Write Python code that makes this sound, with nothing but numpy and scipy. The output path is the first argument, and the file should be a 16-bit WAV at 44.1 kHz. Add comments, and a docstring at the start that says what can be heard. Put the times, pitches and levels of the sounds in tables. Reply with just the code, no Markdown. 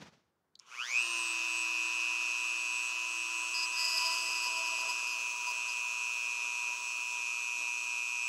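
"""Rotary tool and plastic rod

A handheld rotary tool is gripped, clicked on and runs up to speed, close by in a quiet workshop.
Its speed control feeds the motor in bursts, twice a mains cycle, so the whine buzzes; its fan rushes.
The spinning plastic rod is pressed on a part in a vise: it squeals and scrapes, then softens and runs smoothly.
Tones are sines locked to the shaft's angle, rung through resonances; air and friction are filtered noise."""
import sys
import numpy as np
from scipy.fft import rfft, irfft, next_fast_len
from scipy.io import wavfile
from scipy.ndimage import uniform_filter1d, map_coordinates

SR = 44100
rng = np.random.default_rng(int(sys.argv[2]) if len(sys.argv) > 2 else 0)


def pcm_store(signal):
    """Save signal as 16-bit PCM."""
    levels = np.round(np.clip(np.atleast_2d(signal), -1, 1) * 32767)
    wavfile.write(sys.argv[1], SR, levels.astype(np.int16).T)


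N = 365148

# governed shaft speed, sagging under the load: t/s, f/Hz (turns per second)
SPEED = [(1.05, 341.1), (1.39, 330.8), (1.57, 331.5), (1.77, 328.9), (1.93, 330.9), (2.24, 329.3),
         (2.4, 330.5), (2.78, 329.2), (2.82, 330.8), (3.06, 332.4), (4.05, 329.7), (4.19, 332.5),
         (4.41, 328.7), (5.01, 328.7), (5.34, 325.4), (5.7, 328.2), (5.86, 326.2), (5.96, 327.7),
         (6.18, 326.6), (6.39, 323.4), (7.01, 326.2), (7.05, 327.6), (7.21, 323.6), (7.31, 323.0),
         (7.73, 322.9), (7.85, 325.7), (7.92, 323.4), (8.06, 324.2), (8.28, 322.8)]
MAINS_HZ = 59.97
POWER_S = .6  # the motor is switched on


def amp(db):
    """Level in decibels to amplitude ratio, 20 dB per factor of ten."""
    return 10 ** (np.asarray(db) / 20)


def unit(x):
    """Normalisation to an rms of 1 over the whole signal."""
    return x / np.sqrt(np.mean(x ** 2) + 1e-20)


def steady(x, size=1470):
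    """Normalisation to a running rms of 1, its power averaged twice over size samples."""
    power = uniform_filter1d(uniform_filter1d(x ** 2, size), size)
    return x / np.sqrt(np.abs(power) + 1e-6 * np.mean(x ** 2))


def clock():
    """Sampled time axis, in seconds."""
    return np.arange(N) / SR


def curve(rows):
    """Linear interpolation of (t/s, value) rows at every sample."""
    return np.interp(clock(), *np.transpose(rows))


def level(rows):
    """Amplitude envelope from (t/s, level/dB) rows, silent before the first row."""
    return amp(np.interp(clock(), *np.transpose(rows), left=-140))


def fade(db_per_s):
    """Exponential decay of amplitude, starting when the motor is switched on and zero before."""
    return (clock() > POWER_S) * amp(-db_per_s * (clock() - POWER_S))


def wobble(rate):
    """Smooth random fluctuation: a spline through rate random knots a second."""
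    knots = rng.standard_normal(int(N * rate / SR) + 4)
    coarse = np.arange(0, N + 32, 32)
    values = map_coordinates(knots, [coarse * rate / SR])
    return np.interp(np.arange(N), coarse, values)


def coloured(x, points):
    """Minimum-phase (causal) filter whose gain follows (f/Hz, level/dB) points."""
    m = next_fast_len(N + SR // 2, True)
    m += m % 2
    f, db = np.transpose(points)
    gain_db = np.interp(np.log(np.fft.rfftfreq(m, 1 / SR) + 1), np.log(f), db)
    # folding the cepstrum onto positive times makes the response causal
    cepstrum = irfft(np.log(amp(gain_db)), m)
    cepstrum[1:m // 2] *= 2
    cepstrum[m // 2 + 1:] = 0
    response = np.exp(rfft(cepstrum))
    return irfft(rfft(x, m) * response, m)[:N]


def noise(points):
    """Gaussian noise shaped by a filter, of rms 1."""
    return unit(coloured(rng.standard_normal(N), points))


def shaft_speed():
    """Uniform angular acceleration, eased by a parabola into the governed speed."""
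    start_s, accel_hz_per_s = .643, 1020
    ease_hz, creep_hz = 78, 12  # easing starts this far below full speed; slowest creep
    governed = curve(SPEED)
    ramp = np.clip(accel_hz_per_s * (clock() - start_s), creep_hz, governed + ease_hz)
    overshoot = np.maximum(ramp - governed + ease_hz, 0)
    return ramp - overshoot ** 2 / (4 * ease_hz)


def current(leak):
    """Phase control: one hump of current passes, up to the end of each half of a mains cycle."""
    # share of each half cycle in which current flows, widest in the run-up: t/s, share (0-1)
    duty = [(.72, 0.56), (.8, 0.66), (.88, 0.63), (.97, .72), (1.06, 0.58)]
    left = (.26 - 2 * MAINS_HZ * clock()) % 1  # share of the half cycle still to come
    hump = np.minimum(left / np.clip(curve(duty), .1, 1), 1)
    return leak + np.sin(np.pi * hump) ** 2


def whine(angle, drive):
    """Magnetic slot passing: eight armature slots are pulled as current flows, exciting housing resonance."""
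    # whine level ahead of the waver and trim below, swelling twice in the run-up: t/s, level/dB
    whine_level = [(0.67, -67), (0.72, -52.5), (0.816, -37), (0.87, -44.5), (0.974, -28.5), (1.08, -37.5),
                   (2.0, -35.5), (3.3, -38.5), (4.35, -37.5), (5.15, -38.5), (5.38, -40.5), (5.58, -38),
                   (6.68, -38), (6.8, -41.5), (6.95, -38.5), (8.28, -37.5)]
    # resonances of the housing: f/Hz, level/dB
    housing = [(300, -98), (1000, -22), (1300, -5.5), (1700, -15), (2000, -13), (2300, 6), (2390, 2.5),
               (2480, 10.5), (2610, 7), (2760, -0.5), (2900, 4), (3050, -1.5), (3300, -6), (4000, -14.5),
               (5300, -11), (9000, -52)]
    relief_db_per_hz, relief_limit_hz, relief_s = 1.0, 2.9, 0.37
    pull = np.sin(8 * angle) + amp(-7) * np.sin(16 * angle)
    pull += amp(-19) * np.sin(24 * angle) + amp(-22) * np.sin(32 * angle)
    ring = coloured(pull * drive * amp(0.18 * wobble(120)), housing)
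    # running faster than its moving average, the motor draws less current and the whine dips
    governed = curve(SPEED)
    average = uniform_filter1d(governed, int(relief_s * SR))
    surplus = np.clip(governed - average, 0, relief_limit_hz)
    waver_db = .6 * wobble(14)
    return level(whine_level) * steady(ring) * amp(1.52 - relief_db_per_hz * surplus + waver_db)


def whistle(angle, pace):
    """Periodic impact tone: 24 commutator bars whistle past the brushes from half speed up."""
    # whistle level ahead of the onset and trim below: t/s, level/dB
    whistle_level = [(1.0, -47.5), (1.3, -46.5), (1.4, -57), (1.63, -46), (1.77, -67), (1.79, -48.5),
                     (2.03, -58), (2.82, -48.5), (2.97, -62), (3.11, -53.5), (3.78, -48), (4.99, -51),
                     (5.11, -65), (5.3, -56.5), (8.12, -55), (8.28, -51)]
    onset = pace * np.clip((pace - .5) / 0.15, 0, 1)
    tone = np.sin(24 * angle + .15 * wobble(87))
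    return onset * tone * amp(curve(whistle_level) + 2.6 + 2.0 * wobble(25))


def drone(angle, pace, pressure, grab_drone):
    """Shaft-order vibration: the third order drones; pressure swells it and adds a growl of other orders."""
    # how much the rod shakes the shaft: t/s, share (0-1)
    shake = curve([(3.6, 0.6), (4.2, 1), (5.8, 1), (7, 0.8)])
    # lines of the growl: multiple of the shaft speed, relative level/dB
    growl_lines = [(2, 0), (4, 1), (5, -2), (6, -1)]
    drone_db, press_db, fade_db_per_s = -51, 12.5, .5  # running free; added at full pressure; fade
    growl_db, ring_db = -65.5, -7.5  # growl; the drone's own third harmonic relative to the drone
    growl_from, growl_full = .15, .45  # pressures at which the growl sets in and is fully there
    loaded = np.clip((pressure - growl_from) / (growl_full - growl_from), 0, 1)
    running = pace ** 14 * fade(fade_db_per_s) * amp(drone_db + press_db * pressure + 1.4 * wobble(12))
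    phase = 3 * angle + 0.44 * shake * wobble(60)
    tone = np.sin(phase) + loaded * amp(ring_db) * np.sin(3 * phase)
    swell = np.hypot(running, grab_drone) * amp(2.37 * shake * wobble(35))
    growl = sum(amp(growl_db + db + 5.6 * wobble(30)) * np.sin(order * angle) for order, db in growl_lines)
    return np.sqrt(2) * (swell * tone + loaded * growl)  # root 2 turns rms into sine peak


def hum(angle):
    """Rotating unbalance: a sine at the shaft speed, entering as full speed is reached."""
    # hum level ahead of the trim below: t/s, level/dB
    hum_level = [(1.1, -57.5), (2.86, -68.5), (3.18, -63), (3.8, -69.5), (4.22, -64), (6.1, -80.5),
                 (7.7, -72), (8.28, -79)]
    onset = np.interp(clock(), [.98, 1.1], [0, 1])
    return onset * np.sin(angle) * amp(curve(hum_level) + 2.5 + 1.2 * wobble(18))


def overtones(angle, pace):
    """Order spectrum: the bearing sings at first, then fades; weak lines waver on the shaft's multiples."""
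    # bearing and brush lines ahead of pace and trim: multiple of the shaft speed, level/dB
    orders = [(2, -72), (4, -68), (5, -74), (6, -71), (11, -66), (12, -65), (13, -67), (16, -61), (17, -64),
              (18, -59), (19, -58), (20, -59), (21, -63), (22, -63), (23, -69), (25, -70), (26, -79),
              (27, -75), (28, -77), (29, -72), (30, -75), (31, -79), (32, -72), (33, -80), (34, -79),
              (35, -77), (36, -76), (37, -82), (40, -81), (48, -80)]
    bearing_db, fade_db_per_s = -52, 6
    balls = np.sin(11 * angle) + .5 * np.sin(12 * angle)
    bearing = pace ** 10 * amp(bearing_db) * fade(fade_db_per_s) * balls
    lines = np.zeros(N)
    for order, db in orders:
        drift = .5 * wobble(18) + rng.uniform(0, 2 * np.pi)
        lines += amp(db + 1.8 * wobble(12)) * np.sin(order * angle + drift)
    return np.sqrt(2) * (bearing + amp(0.03) * pace ** 4 * lines)


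def mains_hum():
    """Magnetic hum: the chopped current moves the field coils at even multiples of the mains."""
    cycle = 2 * np.pi * MAINS_HZ * clock()
    second, fourth, sixth = np.sin(2 * cycle), np.sin(4 * cycle), np.sin(6 * cycle)
    gain = curve([(.6, 0.11), (1, 0.75)])
    return gain * (amp(-90.5) * second + amp(-86) * fourth + amp(-71.5) * sixth)


def grabs():
    """Stick-slip bursts: envelopes of squeal and drone as the tip grabs briefly and shakes the shaft."""
    # each grab: start t/s, length/s, squeal level/dB, drone level/dB
    grab_rows = [(3.544, 0.11, -38, -50), (4.43, .055, -42.5, -44), (4.568, 0.024, -41.5, -47),
                 (4.65, 0.038, -45, -45), (4.785, 0.034, -44, -68), (4.893, 0.024, -40.5, -41.5),
                 (5.07, 0.071, -46, -69), (5.473, 0.045, -46, -46), (5.688, 0.045, -49, -48)]
    attack_s, release_s = 0.0077, 0.0081
    squeal, drone_gain = np.zeros(N), np.zeros(N)
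    for s, length, squeal_db, drone_db in grab_rows:
        corners = [s - attack_s, s, s + length, s + length + release_s]
        shape = np.interp(clock(), corners, [0, 1, 1, 0])
        squeal += amp(squeal_db) * shape
        drone_gain += amp(drone_db) * shape
    return squeal, drone_gain


def rubbing(angle, grab_squeal):
    """Friction-excited resonance: the tip catches once a turn, rings near 5 kHz and turns ragged as it tears."""
    # long squeal, fading as the plastic softens: t/s, level/dB
    rub_level = [(3.71, -56), (3.78, -36), (3.98, -35), (4.12, -37), (4.27, -41), (4.44, -42.5),
                 (4.52, -48), (5.0, -50), (5.8, -75)]
    # roughness of the contact: t/s, share (0-1)
    rough = np.clip(curve([(3.55, .12), (3.7, .1), (3.78, .35), (4.0, .5), (4.4, .65), (5.5, .95)]), 0, 1)
    # resonances of the rod: f/Hz, level/dB
    rod = [(600, -64), (1300, -22), (1980, -16), (2300, -60), (3000, -38), (3800, -19), (4450, -11.5),
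           (4630, -2), (4780, 3.5), (4950, 7), (5250, 4.5), (5500, -42), (6500, -12), (7200, -9),
           (8700, -16.5), (9600, -16), (10600, -26), (11400, -13), (12400, -24), (13200, -28), (15500, -32)]
    slip = angle + .06 * rough * wobble(70)
    catches = sum(np.cos(k * slip) for k in range(3, 23))  # a pulse train without its lowest orders
    clean = unit(coloured(catches, rod))
    catch = np.exp(2 * (np.cos(angle) - 1))
    chatter = amp(1.1 * wobble(110))
    ragged = unit(coloured(rng.standard_normal(N) * (catch + 0.63) * chatter, rod))
    friction = np.hypot(level(rub_level), grab_squeal) * amp(1.4 * wobble(60))
    return friction * (np.sqrt(1 - rough) * clean + np.sqrt(rough) * ragged)


def lumps():
    """Transient forcing: soft lumps of plastic drag under the tip and rumble through part and vise."""
    # each lump: t/s of its peak, level/dB, time/s to fall to 1/e of the peak
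    lump_rows = [(4.268, -62, 0.063), (4.47, -55, 0.015), (4.57, -60, .04), (4.653, -61, 0.027),
                 (4.747, -67, 0.053), (4.864, -58.5, 0.095), (5.025, -60, 0.027), (5.2, -61, 0.042),
                 (5.513, -62, 0.042), (6.696, -64, .03), (7.626, -63, 0.038)]
    # colour of part and vise: f/Hz, level/dB
    vise = [(30, -57), (70, -22), (160, -7), (280, 1), (500, 8), (850, 7), (1300, 0.5), (2200, -20),
            (9000, -58)]
    drag = sum(amp(db) * np.exp(-((clock() - s) / length) ** 2) for s, db, length in lump_rows)
    return drag * amp(2.7 * wobble(80)) * noise(vise)


def air(angle, drive, pace, pressure):
    """Turbulent flow: fan and vents give noise; the brush hiss swells once a turn and with each current hump."""
    # colours of fan rush, brush hiss and vent rush: f/Hz, level/dB
    fan_colour = [(30, -52), (70, -40), (150, -27), (220, -30), (330, -18.5), (450, -10.5), (620, -14.5),
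                  (800, -13.5), (1050, 4), (1350, 0), (1620, -5.5), (1790, -19), (1950, -7.5), (2130, -10),
                  (2450, 0.5), (2900, 0.5), (3300, -3.5), (4200, -13.5), (7000, -44.5)]
    brush_colour = [(1500, -58), (3000, -0.5), (3800, -11), (4400, -2), (4900, -9.5), (5600, 2), (6300, 4),
                    (7100, -2), (8400, -13), (9500, -12), (10800, -17.5), (11800, -21.5), (13000, -23),
                    (15700, -39)]
    vent_colour = [(150, -38), (240, -16.5), (450, -25.5), (660, -9), (1000, -12.5), (1800, -3.5),
                   (2400, -17), (3400, -35), (4300, -5.5), (4800, 1.5), (5600, 0), (7500, -26)]
    # levels at full speed at switch-on, unloaded; the fades follow the tool turning away
    fan_db, fan_power, fan_fade_db_per_s, fan_press_db = -48, 0.68, .5, 5
    brush_db, brush_power, brush_fade_db_per_s, brush_press_db = -47, 1, 0.08, 4
    vent_db, vent_power, vent_fade_db_per_s = -46, 1.5, 3
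    fan = pace ** fan_power * fade(fan_fade_db_per_s)
    fan *= amp(fan_db + fan_press_db * pressure + 0.21 * wobble(10))
    brushes = pace ** brush_power * fade(brush_fade_db_per_s) * amp(brush_db + brush_press_db * pressure)
    vents = pace ** vent_power * fade(vent_fade_db_per_s) * amp(vent_db)
    rush = noise(fan_colour) * unit(1 + 0.037 * drive)
    hiss = noise(brush_colour) * unit((1 + 0.13 * np.sin(angle)) * (1 + 0.1 * drive))
    return fan * rush + brushes * hiss + vents * noise(vent_colour)


def draught():
    """Low-frequency flow noise: a faint, decaying rumble as the fan's air sweeps past the listener."""
    # colour of the rumble: f/Hz, level/dB
    rumble_colour = [(25, -14), (60, 0), (110, 5), (400, -38)]
    start_s, attack_s, decay_s, draught_db = 1.05, 0.038, 0.99, -85
    since = clock() - start_s
    envelope = np.clip(since / attack_s, 0, 1) * np.exp(-since / decay_s)
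    return amp(draught_db) * envelope * noise(rumble_colour)


def switch():
    """Impulse response: the slide switch snaps through its detent in a few short band-limited ticks."""
    # contacts: t/s, peak level/dB, centre f/Hz, bandwidth/Hz
    contacts = [(.554, -45, 4120, 600), (0.554, -55, 6760, 1240), (0.591, -48, 6200, 2500),
                (.596, -37, 6000, 2320)]
    out, t = np.zeros(N), np.arange(SR // 10) / SR
    hz = np.fft.rfftfreq(len(t), 1 / SR)
    # a sharp snap, then a fast and a slow decay
    shape = np.exp(-((t - .0015) / .0011) ** 2) + amp(-15 - 60 * t / .025) + amp(-28 - 60 * t / .2)
    for s, db, pitch, width in contacts:
        band = 1 / (1 + ((hz - pitch) / width) ** 2) ** 2
        tick = shape * irfft(rfft(rng.standard_normal(len(t))) * band, len(t))
        out[round(s * SR):][:len(t)] += amp(db) * tick / np.abs(tick).max()
    return out


def background():
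    """Stationary room noise, and dull bumps of noise as the hand settles on the tool."""
    # colours of the workshop air and of the hand: f/Hz, level/dB
    room = [(18, -87), (30, -49), (83, -4), (126, -14), (164, -4.5), (219, -7.5), (1440, -14.5),
            (2550, -28), (15500, -35)]
    hand = [(30, -37), (90, -21), (170, -15), (400, -23), (900, -24), (3000, -30), (6000, -33), (9000, -50),
            (14000, -60)]
    hand_db = curve([(0, -57), (.09, -59), (.2, -76), (.35, -92), (.6, -100)])
    bumps = amp(2.5 * wobble(45))
    return amp(-81) * noise(room) + amp(hand_db) * bumps * noise(hand)


def scene():
    """Superposition: shaft angle, chopped current and pressure on the rod drive the tool's sources."""
    # how hard the rod bears on the part: t/s, pressure (0-1)
    pressure_rows = [(3.299, 0.13), (3.72, 0.25), (4.13, 1), (4.23, 0.47), (4.7, 0.54), (5.2, 0.21),
                     (8.28, 0.02)]
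    pressure = np.interp(clock(), *np.transpose(pressure_rows), left=0)
    speed = shaft_speed()
    pace = speed / curve(SPEED)  # share of the governed speed
    angle = 2 * np.pi * np.cumsum(speed * (1 + 0.00025 * wobble(12))) / SR
    drive = current(leak=0.012)
    grab_squeal, grab_drone = grabs()
    shaft = hum(angle) + drone(angle, pace, pressure, grab_drone) + overtones(angle, pace)
    motor = whine(angle, drive) + whistle(angle, pace) + shaft + mains_hum()
    contact = rubbing(angle, grab_squeal) + lumps()
    cooling = air(angle, drive, pace, pressure) + draught()
    return (motor + contact + cooling + switch() + background())[None]


def record(dry):
    """Band limitation: nothing is kept above the top frequency."""
    top_hz = 15720
    m = next_fast_len(N + SR // 2)
    kept = np.fft.rfftfreq(m, 1 / SR) < top_hz
    return irfft(rfft(dry, m) * kept, m)[..., :N]


dry = scene()
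out = record(dry)
pcm_store(out)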